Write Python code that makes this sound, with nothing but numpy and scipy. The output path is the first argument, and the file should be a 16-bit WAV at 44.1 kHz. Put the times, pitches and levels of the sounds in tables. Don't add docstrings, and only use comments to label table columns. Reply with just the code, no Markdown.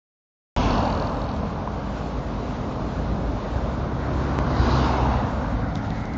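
import sys
import numpy as np
from scipy import signal
from scipy.fft import rfft, irfft, next_fast_len
from scipy.io import wavfile
from scipy.ndimage import uniform_filter1d, map_coordinates

SR = 44100
rng = np.random.default_rng(int(sys.argv[2]) if len(sys.argv) > 2 else 0)


def level_to_linear(level):
    exponent = np.asarray(level, float) / 20
    return 10 ** exponent


def inscribe(sig):
    pcm = np.round(np.clip(np.atleast_2d(sig).T, -1, 1) * 32767)
    wavfile.write(sys.argv[1], SR, pcm.astype(np.int16))


N = 272097
T = np.arange(N) / SR


def unit(x):
    return x / np.sqrt(np.mean(x ** 2) + 1e-20)


def curves(rows):
    s, *cols = np.transpose(rows)
    return [np.interp(T, s, c) for c in cols]


def wobble(rate):
    coarse = T[::32]
    knots = rng.standard_normal(int(N * rate / SR) + 4)
    return np.interp(T, coarse, map_coordinates(knots, [coarse * rate]))


def bump(s, long_s):
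    return np.exp(-((T - s) / long_s) ** 2)


def ramp(start, end):
    return np.clip((T - start) / (end - start), 0, 1)


def blend(share, far, near):
    share = np.clip(share, 0, 1)
    return np.sqrt(1 - share) * far + np.sqrt(share) * near


def filtered(x, response):
    m = next_fast_len(N + 8192)
    return irfft(rfft(x, m) * response(np.fft.rfftfreq(m, 1 / SR)), m)[:N]


def coloured(x, points):
    f, v = np.transpose(points)
    return filtered(x, lambda hz: level_to_linear(np.interp(np.log(hz + 1), np.log(f + 1), v)))


def rush(spectrum, patchy_db):
    z = signal.stft(rng.standard_normal(N), nperseg=1024)[2]
    field = uniform_filter1d(rng.standard_normal(z.shape), size=6, axis=0)
    field = uniform_filter1d(field, size=7, axis=1)
    patchy = signal.istft(z * level_to_linear(patchy_db * unit(field)), nperseg=1024)[1][:N]
    return unit(coloured(patchy, spectrum))


def lifted(x, bands, octaves):
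    hz, t, z = signal.stft(x, SR, nperseg=1024)

    def at(v):
        return np.interp(t, T, v + 0 * T)

    db = 0
    for centre, lift in bands:
        distance = np.log2((hz[:, None] + 1) / at(centre)) / octaves
        db = db + at(lift) * np.exp(-distance ** 2)
    return signal.istft(z * level_to_linear(db), SR, nperseg=1024)[1][:N]


def order(hz, multiple, db, shake_db, drift):
    phase = 2 * np.pi * multiple * np.cumsum(hz) / SR + drift * wobble(5) + rng.uniform(0, 2 * np.pi)
    return np.sqrt(2) * level_to_linear(db + shake_db * wobble(6.1)) * np.sin(phase)


# t/s, f/Hz, level/dB
THROB = [(.56, 46.75, -26.5), (1.1, 49.02, -38), (2, 56.05, -37), (2.4, 53.28, -35), (2.8, 57.08, -40.5),
         (3.1, 53.13, -30), (3.9, 46.44, -34), (4.4, 47.5, -42), (6.17, 45.1, -40.5)]


def heavy_throb():
    hz, db = curves(THROB)
    return order(hz, 1, db, shake_db=1.8, drift=1.1)


# t/s, length/s, order, level/dB
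SURGES = [(4.625, .12, 1, -31.5), (4.62, 0.14, 2, -31.5), (5.557, 0.15, 1, -27.5), (5.75, .35, 2, -33),
          (5.802, .2, 3, -36)]


def engine_behind():
    hz = np.full(N, 54.6)
    out = 0
    for s, long_s, multiple, db in SURGES:
        out = out + bump(s, long_s) * order(hz, multiple, db, shake_db=2, drift=0.18)
    return out


# t/s, f/Hz
DRONE_RATE = [(.5833, 41.0), (1.4, 41.25), (2.25, 41.5), (3.5, 42.1), (4.6, 42), (6.17, 41.5)]
# t/s, level/dB
DRONE = [(.56, -29.5), (1.0, -31.5), (1.4, -36), (2.2, -34), (3, -32.5), (3.6, -35.5), (4.3, -32.5),
         (4.9, -37), (6.17, -35.5)]
# multiple of the firing rate, level/dB
DRONE_ORDERS = [(2, -6.5), (3, -2), (4, -1), (5, 2.5), (6, 0), (7, -2)]


def drone():
    hz, db = curves(DRONE_RATE)[0], curves(DRONE)[0]
    return sum(order(hz, k, db + level - 7.5, shake_db=2, drift=0.66) for k, level in DRONE_ORDERS)


# t/s, peak level/dB, pulse length/ms, snap/ms
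KNOCKS = [
    (4.3888, -8, .9, .12),
    (4.3887, -15, .1, .025),
    (4.456, -14, 1.5, .4),
]


def tyre_pops():
    out, t = np.zeros(N), np.arange(-2048, 2048) / SR
    for s, db, ms, snap_ms in KNOCKS:
        u = np.clip(t / (ms / 1000), -60, 60)
        snapped = (1 + np.tanh(u * ms / snap_ms)) / 2
        building = (1 - snapped) * np.exp(u / 0.87)
        recovering = 0.63 * snapped * np.exp(-u / 2.3)
        out[round(s * SR) - 2048:][:len(t)] += level_to_linear(db) * (building - recovering)
    return out


def wheel_thud():
    start_s, peak_db, ring_hz, t60_s = 4.5975, -2, 84, .06
    out, t = np.zeros(N), np.arange(2048) / SR
    thud = level_to_linear(peak_db - 60 * t / t60_s) * (1 - np.exp(-t / .004)) * np.sin(2 * np.pi * ring_hz * t)
    out[round(start_s * SR):][:len(t)] -= thud
    return out


# t/s, peak level/dB, ring f/Hz
DULL_RINGS = [(0.615, -17.5, 1005), (0.869, -19, 805), (1.433, -21.5, 630), (1.675, -17, 1020), (2.796, -25, 692),
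              (3.61, -26, 770), (3.66, -19, 622), (5.139, -20.5, 905), (5.447, -21.5, 960)]


def dull_rings():
    out, t = np.zeros(N), np.arange(2048) / SR
    for s, db, hz in DULL_RINGS:
        ring = np.sin(2 * np.pi * hz * t) + 0.18 * np.sin(2 * np.pi * 1.37 * hz * t)
        out[round(s * SR):][:len(t)] += level_to_linear(db + 5 - 60 * t / .016) * (1 - np.exp(-t / .0006)) * ring
    return out


# t/s, peak level/dB, length/ms
RUBS = [(5.753, -35, 2.4), (5.775, -40, 18.5), (5.83, -47, 32), (5.862, -45, 28), (5.97, -46, 83),
        (6.055, -37, 3.3), (6.069, -42, 3.7), (6.14, -44, 11.2)]
# t/s, level/dB
TAPS = [
    (5.7565, -21),
    (5.9052, -26),
]
# f/Hz, level/dB
CASE = [(1200, -26), (2000, -7), (3000, -6), (3700, 0), (4500, -6), (5500, -6), (6500, -8), (7600, -15),
        (9000, -60)]


def finger():
    level = sum(level_to_linear(db) * np.exp(-((T - s) * 1000 / ms) ** 2 * 2) for s, db, ms in RUBS)
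    grain = level_to_linear(-8 + 2 * wobble(300))
    rubs = level * grain * unit(coloured(rng.standard_normal(N), CASE))
    taps = np.zeros(N)
    for s, db in TAPS:
        taps[round(s * SR)] = level_to_linear(db + 17.5)
    ring_hz, wide_hz, ring_db = 3650, 450, .5

    def ring(f):
        return .75 + level_to_linear(ring_db) * 1j * f * wide_hz / (ring_hz ** 2 - f * f + 1j * f * wide_hz)

    return rubs + filtered(coloured(taps, CASE), ring)


# t/s, length/s, level/dB
TICK_LULL = (1.13, 0.035, -2.5)


def ticks_db():
    swing = 3 * np.cos(2 * np.pi * (T - 0.638) / .0735)
    s, long_s, lull_db = TICK_LULL
    lull = lull_db * bump(s, long_s)
    sag = 13 * np.abs(T - CARS[0][0] - .08)
    lost = 71.5 * np.maximum(T - 1.32, 0)
    return -29.5 + swing + lull - sag - lost


# f/Hz, width/Hz, level/dB
VALVE = [(2800, 300, -12), (3550, 220, -9), (3930, 220, -2.5), (4470, 230, 0), (5550, 350, -10),
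         (6300, 400, -16)]
# start t/s, end t/s
RECEDE_S = (1.08, 1.2)


def valves():
    turns = np.cumsum(curves(DRONE_RATE)[0] * (T > .5833)) / SR
    at = np.searchsorted(turns, np.arange(int(turns[-1]))) + 30
    luck = rng.standard_normal((len(at), 3))
    blows = np.zeros(N + SR)
    blows[at] = level_to_linear(1.3 * luck[:, 0])
    bounce_after = np.round(59.1 + 1.3 * luck[:, 1]).astype(int)
    blows[at + bounce_after] = level_to_linear(-4 + 1.5 * luck[:, 2])
    rattle = 0.036 * level_to_linear(-60 * (turns % 1) / 0.52) * rng.standard_normal(N) * (turns > 0)

    def cover(f):
        total = 0
        for k, (centre, wide, db) in enumerate(VALVE):
            total = total + (-1) ** k * level_to_linear(db) * 1j * f * wide / (centre * centre - f * f + 1j * f * wide)
        return total

    def sharp(f):
        return cover(f) * cover(f) / (np.abs(cover(f)) + 0.12)

    struck = level_to_linear(ticks_db() + 29) * (blows[:N] + rattle)
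    gone = ramp(*RECEDE_S)
    near = filtered(struck * (1 - gone), sharp)
    return near + filtered(struck * gone, lambda f: sharp(f * 1.03))


# t/s, length/s, second order level/dB
BARK = (4.77, 0.037, -25.5)


def passing_engine():
    coming_hz, going_hz, slide_s = 67.4, 63.4, 0.22
    hz = going_hz + (coming_hz - going_hz) * (1 - np.tanh((T - CARS[1][0]) / slide_s)) / 2
    pull_s, lift_s, coast_db = 3.6, 5.22, -12
    load = ramp(pull_s - .04, pull_s + .04) * (1 - ramp(lift_s - .05, lift_s + 0.036))
    first_db = -31.5 + 4.5 * (T - pull_s) + coast_db * (1 - load)
    s, long_s, bark_db = BARK
    second_db = 20 * np.log10(level_to_linear(first_db - 5.5) + level_to_linear(bark_db) * bump(s, long_s))
    heard = np.clip((T - 3.2) / .3, 0, 1) * np.clip((5.6 - T) / 0.22, 0, 1)
    first = order(hz, 1, first_db, shake_db=1.5, drift=0.2)
    return heard * (first + order(hz, 2, second_db, shake_db=1.4, drift=0.3))


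# t/s, time to roll its distance/s, roar level/dB, whine level/dB, hiss level/dB
CARS = [
    (.7, 0.26, -24.5, -43, -40),
    (4.85, 0.38, -26.5, -37.5, -41.5),
    (2.7, .5, -42.5, -53.5, -55.5),
]
FALL_DB = {"rumble": 10.5, "roar": 12, "whine": 9.5, "hiss": 20}
AHEAD_S = {"rumble": 0.03, "roar": 0.0089, "whine": 0.16, "hiss": 0.08}
CITY_DB = {"rumble": -30, "roar": -34, "whine": -55.5, "hiss": -50}
# t/s, level/dB
TRAFFIC = [(.56, -0.5), (1.5, 0.6), (2.3, -.5), (2.85, 1.9), (3.2, 3.5), (3.6, 1), (4.2, 1), (5.5, 4.5),
           (6.17, 1)]
COVER_DB = {"rumble": 1, "roar": -6.5, "whine": 5.5, "hiss": -1}
COVER_S, COVERED_S = 5.4, 6.14


def layer_db(name, column, over_db=0):
    swell = curves(TRAFFIC)[0] * (1 if name == "rumble" else 0.26)
    power = level_to_linear(CITY_DB[name] + swell) ** 2
    for car in CARS:
        away = (T - car[0] + AHEAD_S[name]) / car[1]
        power = power + level_to_linear(car[column] + over_db - FALL_DB[name] * np.log10(1 + away ** 2)) ** 2
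    return 10 * np.log10(power) + COVER_DB[name] * ramp(COVER_S, COVERED_S)


# t/s, length/s
FACING = [
    [(.58, 0.084), (.95, 0.37)],
    [(4.68, .22), (5.05, .2)],
]


def faces(table):
    bands = []
    for sides, times in zip(table, FACING):
        for side, when in zip(sides, times):
            bands += [(hz, db * bump(*when)) for hz, db in side]
    return bands


# f/Hz, level/dB per Hz
RUMBLE = [(13, -32), (22, -4), (70, 2.5), (226, -4.5), (288, -5.5), (342, -15.5), (400, -14.5),
          (520, -31.5), (880, -120)]
# f/Hz, level/dB per Hz
BOOM = [(13, -34.5), (22, -8.5), (54, 0), (120, -2.5), (177, -10.5), (252, 1.5), (359, -19), (400, -13),
        (520, -44), (880, -120)]


def rumble(swell):
    near = (layer_db("roar", column=2) + 32) / 7
    noise = blend(near, rush(RUMBLE, patchy_db=1), rush(BOOM, patchy_db=1))
    return level_to_linear(layer_db("rumble", column=2, over_db=1) - 1.5 + 0.44 * swell) * noise


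# f/Hz, level/dB per Hz
ROAR_FAR = [(180, -38), (300, -9), (332, -4), (602, -4.5), (733, -6.5), (1120, -8.5), (1700, -22),
            (2210, -43), (3740, -120)]
ROAR_NEAR = [(180, -35.5), (300, 3.5), (481, -1.5), (733, -2), (1020, -1), (1250, -5.5), (1700, -16),
             (2210, -40), (3740, -120)]
# f/Hz, lift level/dB
SING = [
    [[(1000, -2)], [(930, 3), (620, 2)]],
    [[(1120, 2)], [(860, 6)]],
]
# f/Hz, lift level/dB
POCKET = [
    (2150, 5.5),
    (790, 7),
]


def roar(swell):
    db = layer_db("roar", column=2)
    noise = blend((db + 32) / 7, rush(ROAR_FAR, patchy_db=0.55), rush(ROAR_NEAR, patchy_db=1.05))
    full_hz, full_db = POCKET[1]
    far_sing = (647, 1.22)  # Hz, dB
    sing = faces(SING) + [far_sing, (full_hz, full_db * ramp(COVER_S, COVERED_S))]
    return level_to_linear(db - 1 + 0.17 * swell) * lifted(noise, sing, octaves=0.32)


# f/Hz, level/dB per Hz
WHINE = [(820, -22), (1400, 4), (1740, -4), (1840, -3), (2110, -7), (2480, -25.5), (2700, -35), (3510, -47),
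         (5940, -120)]


def whine(swell):
    return level_to_linear(layer_db("whine", column=3) - 1 + 0.28 * swell) * rush(WHINE, patchy_db=2.5)


# f/Hz, level/dB per Hz
HISS_NEAR = [(1290, -33.5), (2200, -5), (2900, -4.5), (4770, -9.5), (6850, -16), (7600, -33), (9880, -67.5),
             (16700, -120)]
HISS_FAR = [(1290, -20.5), (2200, -3), (3200, -6.5), (3810, -6), (4940, -11), (6270, -14.5), (7100, -17),
            (7600, -20.5), (9880, -61), (16700, -120)]


def hiss(swell):
    db = layer_db("hiss", column=4) - 4 * bump(5.7, 0.23)
    noise = blend((db + 49) / 8, rush(HISS_FAR, patchy_db=0.7), rush(HISS_NEAR, patchy_db=1.5))
    return level_to_linear(db - 0.5 + 1.2 * swell + 0.4 * wobble(30)) * noise


# f/Hz, lift level/dB
GLARE = [
    [[(3200, 5)], [(2780, 4.5)]],
    [[(3950, 6), (4750, 6.5)], [(2150, 5.5), (2700, 5.5), (3700, 3)]],
]
HOLLOW_HZ = [350, 373]
HOLLOW_DB = [-7.5, -13]
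HOLLOW_S = [0.92, 0.39]
# t/s, length/s, f/Hz, level/dB
LEVEL_DIP = (5, 0.04, 220, -6.5)


def road():
    swell, cover = wobble(4.03), ramp(COVER_S, COVERED_S)
    hollow = []
    for car, hz, db, long_s in zip(CARS, HOLLOW_HZ, HOLLOW_DB, HOLLOW_S):
        hollow.append((hz, db * bump(car[0] + 0.65, long_s)))
    dip_s, dip_long_s, dip_hz, dip_db = LEVEL_DIP
    hollow.append((dip_hz, dip_db * bump(dip_s, dip_long_s)))
    thin_hz, thin_db = POCKET[0]
    pocket = [(thin_hz, thin_db * np.sqrt(cover)), (.86 * thin_hz, 0.44 * thin_db * cover)]
    low = lifted(rumble(swell) + roar(swell), hollow, octaves=.22)
    return low + lifted(whine(swell) + hiss(swell), faces(GLARE) + pocket, octaves=0.13)


def scene():
    far = heavy_throb() + engine_behind() + drone()
    contacts = tyre_pops() + wheel_thud() + dull_rings() + finger()
    return (far + contacts + valves() + passing_engine() + road())[None]


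def thinned_treble(x, edge_hz, keep_db, vary_db):
    hz, t, z = signal.stft(x, SR, window="cosine", nperseg=2822)
    hz = hz[:, None]
    loud_db = uniform_filter1d(10 * np.log10(np.sum(np.abs(z) ** 2, axis=0) + 1e-9), size=3)
    luck = np.repeat(np.clip(rng.standard_normal(len(t)), -2, 1.6), 2)[:len(t)]
    limit_db = keep_db + 0.65 * (loud_db + 30.5) + vary_db * luck + (hz - edge_hz) / 130
    keep = (np.abs(z) > level_to_linear(limit_db)) | (hz < 5500)
    leak = level_to_linear(-23.5) * (luck < 0)
    return signal.istft(z * np.where(hz < 7500, keep, leak), SR, window="cosine", nperseg=2822)[1][:N]


def roll_off(x):
    return signal.sosfilt(signal.butter(12, 15720, fs=SR, output="sos"), x)


def record(dry):
    whistle_db = -76.5 + 3 * wobble(14) - 6 * (T - .9)
    whistle = level_to_linear(whistle_db) * np.sin(2 * np.pi * 7688 * T) * (T < 1.45)
    x = filtered(dry[0], lambda hz: 1 / (1 + (35 / (hz + 1)) ** 6))
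    x = thinned_treble(x, edge_hz=7220, keep_db=-86.5, vary_db=3.5)
    listening = T > .5643
    x = filtered((x + whistle) * listening, lambda hz: 1 / (1 + (hz / 7950) ** 60))
    x = x + level_to_linear(-99) * rng.standard_normal(N) * listening
    return roll_off(x[None])


dry = scene()
out = record(dry)
inscribe(out)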